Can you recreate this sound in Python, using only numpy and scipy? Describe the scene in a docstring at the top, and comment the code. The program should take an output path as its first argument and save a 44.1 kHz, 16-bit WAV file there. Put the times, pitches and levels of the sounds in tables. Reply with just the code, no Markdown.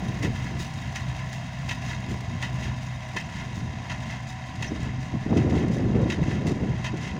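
"""From the start, a four-cylinder diesel tractor hums across a hay field in a light breeze, pulling a
square baler whose tines and chains rattle its steel casing. About every 0.73 s the plunger clanks and
drags the engine down a little; the packer forks then sweep hay in and swing back with a bright clash.
At 4.6 s a dry bearing squeaks. From 5.3 to 6.7 s one strong gust buffets the microphone.
By the end the patter and the top end have faded a little as the baler slowly draws away."""
import sys
import numpy as np
from scipy import signal
from scipy.fft import rfft, irfft
from scipy.io import wavfile
from scipy.ndimage import uniform_filter1d

SR = 44100
rng = np.random.default_rng(int(sys.argv[2]) if len(sys.argv) > 2 else 0)


def store_wav(level_fs):
    """Save 16-bit WAV to argv[1]."""
    pcm = np.round(np.clip(np.atleast_2d(level_fs), -1, 1) * 32767)
    wavfile.write(sys.argv[1], SR, pcm.T.astype(np.int16))


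N = 317079
TIME = np.arange(N) / SR


def undb(db):
    """Decibels to gain."""
    return 10 ** (np.asarray(db) / 20)


def unit(x):
    """Scale to rms 1."""
    return x / np.sqrt(np.mean(x ** 2))


def curve(table):
    """Automation lane: rows (t/s, value) joined by straight lines."""
    return np.interp(TIME, *np.transpose(table))


def swell(middle, half_length):
    """Bell-shaped envelope that peaks at 1."""
    return np.exp(-((TIME - middle) / half_length) ** 2)


def since(start):
    """Seconds since start, 0 before it."""
    return np.maximum(TIME - start, 0)


def noise():
    """White noise."""
    return rng.standard_normal(N)


def wander(rate):
    """Random modulator of rms 1, changing about rate times a second."""
    size = max(int(SR / rate), 2)
    steps = np.repeat(rng.standard_normal(N // size + 1), size)[:N]
    return unit(uniform_filter1d(steps, size))


def grainy_noise(depth_db, rate):
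    """Noise of rms 1 whose level flickers about rate times a second."""
    return unit(noise() * undb(depth_db * wander(rate)))


def colour(x, points):
    """Minimum-phase EQ through points (f/Hz, level/dB); white noise keeps its level."""
    size = 8192
    hz, db = np.transpose(points)
    bin_hz = np.arange(size // 2 + 1) * SR / size
    log_gain = np.log(undb(np.interp(np.log(bin_hz + 1), np.log(hz), db)))
    cepstrum = irfft(log_gain)[:size // 2]
    cepstrum[1:] *= 2
    response = irfft(np.exp(rfft(cepstrum, size)))
    return signal.fftconvolve(x, response / np.linalg.norm(response))[:N]


def ring(x, modes):
    """Bank of steep resonators (f/Hz, width/Hz, level/dB); white noise keeps its level."""
    out, power = 0, 0
    for hz, width, db in modes:
        b, a = signal.iirpeak(hz, hz / width, fs=SR)
        out = out + undb(db) * signal.lfilter(b, a, signal.lfilter(b, a, x))
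        power += undb(db) ** 2 * np.pi * width / 2 / SR
    return out / np.sqrt(power)


# wind strength: a light breeze, then one long gust (t/s, level/dB)
WIND_STRENGTH = [(0, -33.5), (.45, -38), (.75, -41.5), (1.1, -40), (1.45, -46.5), (2.02, -37),
                 (2.65, -40.5), (2.95, -46.5), (3.6, -36), (3.85, -41), (4.48, -46.5), (4.75, -33),
                 (5.08, -41), (5.2, -40), (5.33, -22.5), (5.72, -24), (6.1, -27), (6.7, -27.5), (6.82, -39),
                 (7.19, -31.5)]
# short surges on top of that strength (t/s, half length/s, added level/dB)
WIND_SURGES = [(0.09, 0.042, 3), (0.269, .045, 9.5), (0.547, 0.084, 5.5), (1.68, 0.035, 3.5),
               (2.12, 0.042, 6.5), (2.66, 0.05, 5.5), (3.166, 0.017, 15.5), (4.614, 0.0088, 8),
               (4.722, 0.015, 8.5), (4.87, .02, 5.5), (5.148, 0.024, 14.5), (6.004, 0.057, 5.5),
               (6.524, 0.011, 3.5), (6.94, 0.025, 9)]
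# EQ of the breeze's low rumble (f/Hz, level/dB)
RUMBLE_EQ = [(20, -14.5), (35, -28), (55, -8.5), (90, 1), (160, -1), (230, -6.5), (320, -19), (500, -59),
             (1000, -65.5), (8000, -110)]
# EQ of the rougher turbulence in a gust (f/Hz, level/dB)
TURBULENCE_EQ = [(25, -29), (60, -5), (120, 3.5), (200, 2), (340, -1), (480, -9), (700, -17), (1100, -28),
                 (2000, -35.5), (12000, -100)]
# single eddies that slap the microphone (t/s, width/s, peak level/dB)
EDDY_SLAPS = [(5.265, 0.0011, -14.5), (5.329, 0.00034, -17), (5.569, 0.00035, -23), (5.918, 0.0017, -17),
              (5.963, 0.00074, -12)]


def wind(gust_db=-28):
    """Eddies rumble on the microphone; stronger wind breaks into smaller, brighter buffets."""
    surges_db = sum(db * swell(when, half_length) for when, half_length, db in WIND_SURGES)
    strength_db = curve(WIND_STRENGTH) + surges_db - gust_db
    rumble = colour(grainy_noise(depth_db=1.5, rate=30), RUMBLE_EQ)
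    buffets = colour(grainy_noise(depth_db=3, rate=110), TURBULENCE_EQ)
    slaps = 0
    for when, width, db in EDDY_SLAPS:
        # one pressure peak between two shallow troughs
        phase = (TIME - when) / width
        slaps = slaps + undb(db) * (1 - phase ** 2) * np.exp(-phase ** 2 / 2)
    return rumble * undb(-28.5 + 0.56 * strength_db) + buffets * undb(-29 + 1.56 * strength_db) + slaps


# governed firing rate of the engine (t/s, f/Hz)
GOVERNED_RATE = [(0, 63.4), (.8, 64.51), (1.55, 63.65), (2.2, 62.75), (2.95, 62.74), (3.5, 62.95),
                 (4.4, 62.7), (5.2, 63.44), (6, 62.8), (7.19, 63.17)]


def firing_rate(sag_hz=0.55, deepest_after_s=0.11):
    """Each plunger stroke loads the engine, and the governor pulls the pitch back up."""
    ages = (since(start) / deepest_after_s for start, *_ in PLUNGER_STROKES)
    load = sum(age * np.exp(1 - age) for age in ages)
    return curve(GOVERNED_RATE) - sag_hz * load


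def crank_tones(firings, partials, waver_db, waver_rate, drift_cycles):
    """Partials locked to the crankshaft; moving air makes each waver in level and phase."""
    out = 0
    for multiple, db in partials:
        cycles = multiple * firings + rng.random() + drift_cycles * wander(waver_rate)
        waver = undb(waver_db * wander(waver_rate))
        out = out + undb(db) * unit(np.sin(2 * np.pi * cycles) * waver)
    return out


# partials of the exhaust hum (multiple of the firing rate, level/dB)
EXHAUST_PARTIALS = [(1, -9.5), (1.5, -33), (2, -0.5), (2.5, -15), (3, -17.5), (3.5, -17), (4, -21.5)]
# fader ride on that hum (t/s, level/dB)
EXHAUST_RIDE = [(0, -33.5), (1.2, -35), (2.3, -35.5), (2.7, -31.5), (3.25, -42.5), (4.1, -34), (4.35, -42),
                (4.9, -32), (5.15, -42.5), (6.2, -44.5), (6.75, -33.5), (7.19, -37.5)]
# partials of the block's drone (multiple of the firing rate, level/dB)
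DRONE_PARTIALS = [(10, -56.5), (11, -58), (12, -56.5)]
# engine block resonances (f/Hz, width/Hz, level/dB)
BLOCK_MODES = [(694, 181, 5), (762, 65, -3), (986, 155, 4.5), (1860, 680, -4.5)]


def engine(pulse_db=-51, knock_db=-45, knock_decay_cycles=0.91):
    """Each firing thumps the exhaust and rings the block with a rasp of diesel knock."""
    firings = np.cumsum(firing_rate() * (1 + 0.00218 * wander(30))) / SR
    count = firings.astype(int)
    cylinder_db = np.array([0.38, 0, 0.11, -0.28])
    force = undb(cylinder_db[count % 4])
    pulses = np.diff(count, prepend=0) * force
    knock = noise() * force * np.exp(-(firings % 1) / knock_decay_cycles)
    block = ring(undb(pulse_db) * unit(pulses) + undb(knock_db) * unit(knock), BLOCK_MODES)
    hum = crank_tones(firings, EXHAUST_PARTIALS, waver_db=2, waver_rate=18, drift_cycles=0.088)
    drone = crank_tones(firings, DRONE_PARTIALS, waver_db=3.5, waver_rate=11, drift_cycles=0.14)
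    return hum * undb(curve(EXHAUST_RIDE)) + drone + block * undb(wander(5.026))


# squeaks of a dry bearing (t/s, length/s, f/Hz, level/dB)
BEARING_SQUEAKS = [(4.624, 0.098, 6040, -51), (4.666, 0.033, 6100, -48), (4.672, .024, 5480, -47)]


def bearing(pitch_wobble=0.0104):
    """Steel rubs on dry steel in brief, unsteady whistles."""
    out = 0
    for start, length, hz, db in BEARING_SQUEAKS:
        arch = np.sin(np.pi * np.clip((TIME - start) / length, 0, 1))
        cycles = np.cumsum(hz * (1 + pitch_wobble * wander(600))) / SR
        out = out + undb(db) * arch * unit(np.sin(2 * np.pi * cycles))
    return out


# ringing modes of the chain links, plus the microphone's high ring near 15 kHz
# (f/Hz, width/Hz, level/dB)
JINGLE_MODES = [(3740, 116, 4), (5024, 100, -1.5), (5660, 130, -4), (6070, 69, 1.5), (6680, 210, -5.5),
                (7220, 120, -14.5), (8550, 72, -15.5), (9040, 130, -18), (9640, 170, -16.5),
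                (10480, 210, -19.5), (14707, 260, -23), (15250, 300, -20)]


def jingle(envelope, spread_db=7):
    """Chain links clink: many small touches and a few hard ones ring the same modes."""
    touches = unit(noise() * undb(spread_db * np.clip(wander(250), -2, 2)))
    return ring(touches * envelope, JINGLE_MODES)


# EQ of hay scraping steel, with the microphone's thin resonance near 15 kHz (f/Hz, level/dB)
SCRAPE_EQ = [(300, -21), (700, 6.5), (1200, -14), (2200, 1.5), (3500, -3), (6000, -4.5), (7000, -4),
             (8000, -12.5), (10000, -16.5), (11800, -26.5), (13800, -31), (14900, -14), (16000, -25.5)]


def scrape(excitation):
    """Hay rubs on steel with a broad, dry tone; the microphone adds a thin ring on top."""
    return colour(excitation, SCRAPE_EQ)


# resonances of the baler's steel casing (f/Hz, width/Hz, level/dB)
CASING_MODES = [(973, 207, 0.5), (1423, 133, -0.5), (1776, 131, 2.5), (2010, 380, 5), (2600, 600, 0),
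                (3097, 220, -4.5), (3782, 144, -5.5), (4230, 73, -7.5), (4850, 330, -9), (5380, 270, -11.5),
                (6040, 330, -10.5), (6490, 310, -10.5)]


def casing(excitation):
    """The steel casing rings with whatever rattles against it."""
    return ring(excitation, CASING_MODES)


def tine_ticks(envelope, per_s=45, decay_s=0.0035, spread_db=3):
    """Single tines flick the pickup bands at random: short dry ticks of uneven size."""
    flicks = (rng.random(N) < per_s / SR) * undb(spread_db * np.clip(noise(), -2, 2))
    bursts = signal.lfilter([1], [1, -np.exp(-1 / (decay_s * SR))], flicks)
    return scrape(unit(noise() * bursts) * envelope)


# rattles on every turn of the flywheel (t/s from the plunger's impact, half length/s, level/dB)
FLYWHEEL_RATTLES = [(-.138, 0.016, -55), (-.025, 0.045, -56.5), (.025, .03, -48), (.135, 0.0073, -46.5)]


def feeder_envelope(pickup_db=-49.5, fade_db_per_s=0.62, packer_delay_s=0.21, packer_half_s=0.047):
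    """Pickup patter fades with distance; each stroke adds rattles and a sweep as big as its wad of hay."""
    power = undb(pickup_db - fade_db_per_s * TIME) ** 2
    for start, _, _, _, packer_db, *_ in PLUNGER_STROKES:
        for delay, half_length, db in [*FLYWHEEL_RATTLES, (packer_delay_s, packer_half_s, packer_db)]:
            power = power + undb(db) ** 2 * swell(start + delay, half_length)
    return np.sqrt(power)


def feeder():
    """Tines and chains patter on the casing while dry stalks crackle through the chute."""
    effort = feeder_envelope() * undb(0.43 * wander(45))
    tines = undb(5.5) * effort * grainy_noise(depth_db=3, rate=900)
    stalks = undb(-4) * effort * grainy_noise(depth_db=1, rate=220)
    chains = undb(-49) * grainy_noise(depth_db=3, rate=300)
    clinks = undb(-8) * jingle(effort)
    ticks = undb(-9) * tine_ticks(effort)
    return casing(tines + chains) + scrape(stalks) + clinks + ticks


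def fork_sweep(delay_s=0.25, half_length_s=0.04, lowpass_hz=3200):
    """Once a stroke the packer forks push hay into the chamber: a duller swell of rattling."""
    envelope = sum(swell(start + delay_s, half_length_s) for start, *_ in PLUNGER_STROKES)
    rattle = casing(noise() * envelope)
    return undb(-41) * signal.lfilter(*signal.butter(2, lowpass_hz, fs=SR), rattle)


def fork_return(attack_s=0.016, release_s=0.04, highpass_hz=2500):
    """Half a stroke after the impact the forks swing back with a bright, jingling clash."""
    envelope = 0
    for start, *_, delay, db in PLUNGER_STROKES:
        age = since(start + delay)
        envelope = envelope + undb(db) * (1 - np.exp(-age / attack_s)) * np.exp(-age / release_s)
    chatter = envelope * unit(undb(3 * wander(400)))
    sizzle = signal.lfilter(*signal.butter(1, highpass_hz, "high", fs=SR), scrape(noise() * chatter))
    return undb(4) * casing(noise() * chatter) + undb(5.5) * sizzle + undb(-2) * jingle(envelope)


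# resonances of the bale chamber's heavy frame (f/Hz, width/Hz, level/dB)
FRAME_MODES = [(1801, 68, 2), (1920, 51, 5), (2583, 74, 1.5), (2680, 145, 0), (3084, 110, -2.5),
               (3770, 190, -11)]
# plunger strokes, which also cue the forks, feeder and engine sag (t/s, impact level/dB,
# rebound level/dB, treble trim/dB, packer level/dB, fork return delay/s, fork return level/dB)
PLUNGER_STROKES = [(0.225, -29.5, -29, -0.5, -48.5, 0.36, -38), (0.956, -28.5, -36.5, -3, -52, 0.36, -44),
                   (1.689, -27.5, -26, -2, -43.5, 0.39, -44), (2.424, -26, -31.5, -3.5, -45, 0.38, -46),
                   (3.163, -25, -33, -5.5, -46, 0.38, -46), (3.896, -28.5, -30, -10, -46.5, 0.37, -45),
                   (4.623, -29, -34, -1, -51, 0.38, -47), (5.369, -32, -48, 0.5, -46.5, 0.34, -43.5),
                   (6.099, -27, -28, -3.5, -45.5, .356, -38.5), (6.842, -29, -28.5, -2.5, -44.5, 1, -50)]


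def plunger(rebound_s=0.01896, settle_s=0.0406, attack_s=0.0012, crack_s=0.0065, rattle_s=0.022):
    """The plunger hits, its linkage rebounds, then settles: three knocks ring the frame and casing."""
    body_power, treble_power = np.zeros(N), np.zeros(N)  # overlapping knocks add in power
    for start, impact_db, rebound_db, treble_db, *_ in PLUNGER_STROKES:
        knocks = [(0, impact_db, treble_db),
                  (rebound_s, rebound_db, treble_db - 3),
                  (settle_s, impact_db - 13, treble_db)]
        for delay, db, trim_db in knocks:
            first = int((start + delay) * SR)
            age = TIME[:min(SR // 4, N - first)]
            decay = np.exp(-age / crack_s) + undb(-12) * np.exp(-age / rattle_s)
            envelope = undb(db) * (1 - np.exp(-age / attack_s)) * decay
            body_power[first:first + len(age)] += envelope ** 2
            treble_power[first:first + len(age)] += (envelope * undb(trim_db)) ** 2
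    body, treble = np.sqrt(body_power), np.sqrt(treble_power)
    chatter = unit(undb(0.36 * wander(500)))
    rattle = undb(1) * casing(noise() * chatter * body)
    clank = undb(-2) * ring(noise() * chatter * body, FRAME_MODES)
    crunch = undb(-5) * scrape(noise() * chatter * treble)
    return rattle + clank + crunch + undb(-10) * jingle(treble)


def baler(shelf_hz=10500, shelf_start_db=1, air_loss_db_per_s=0.95):
    """All the baler's layers, heard through more and more air: a high shelf slowly closes."""
    mix = bearing() + feeder() + fork_sweep() + fork_return() + plunger()
    top_end = signal.filtfilt(*signal.butter(2, shelf_hz, "high", fs=SR), mix)
    shelf_gain = undb(shelf_start_db - air_loss_db_per_s * TIME)
    return mix + top_end * (shelf_gain - 1)


def scene():
    """Wind close by, tractor and baler some way off in the open field; mono."""
    return (wind() + engine() + baler())[None]


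def record(dry, ceiling=0.45, lowpass_hz=15850):
    """The microphone soft-clips the hardest wind peaks, and a steep low-pass cuts the top."""
    rounded = ceiling * np.tanh(dry / ceiling)
    return signal.sosfilt(signal.ellip(10, .2, 80, lowpass_hz, fs=SR, output="sos"), rounded)


dry = scene()
out = record(dry)
store_wav(out)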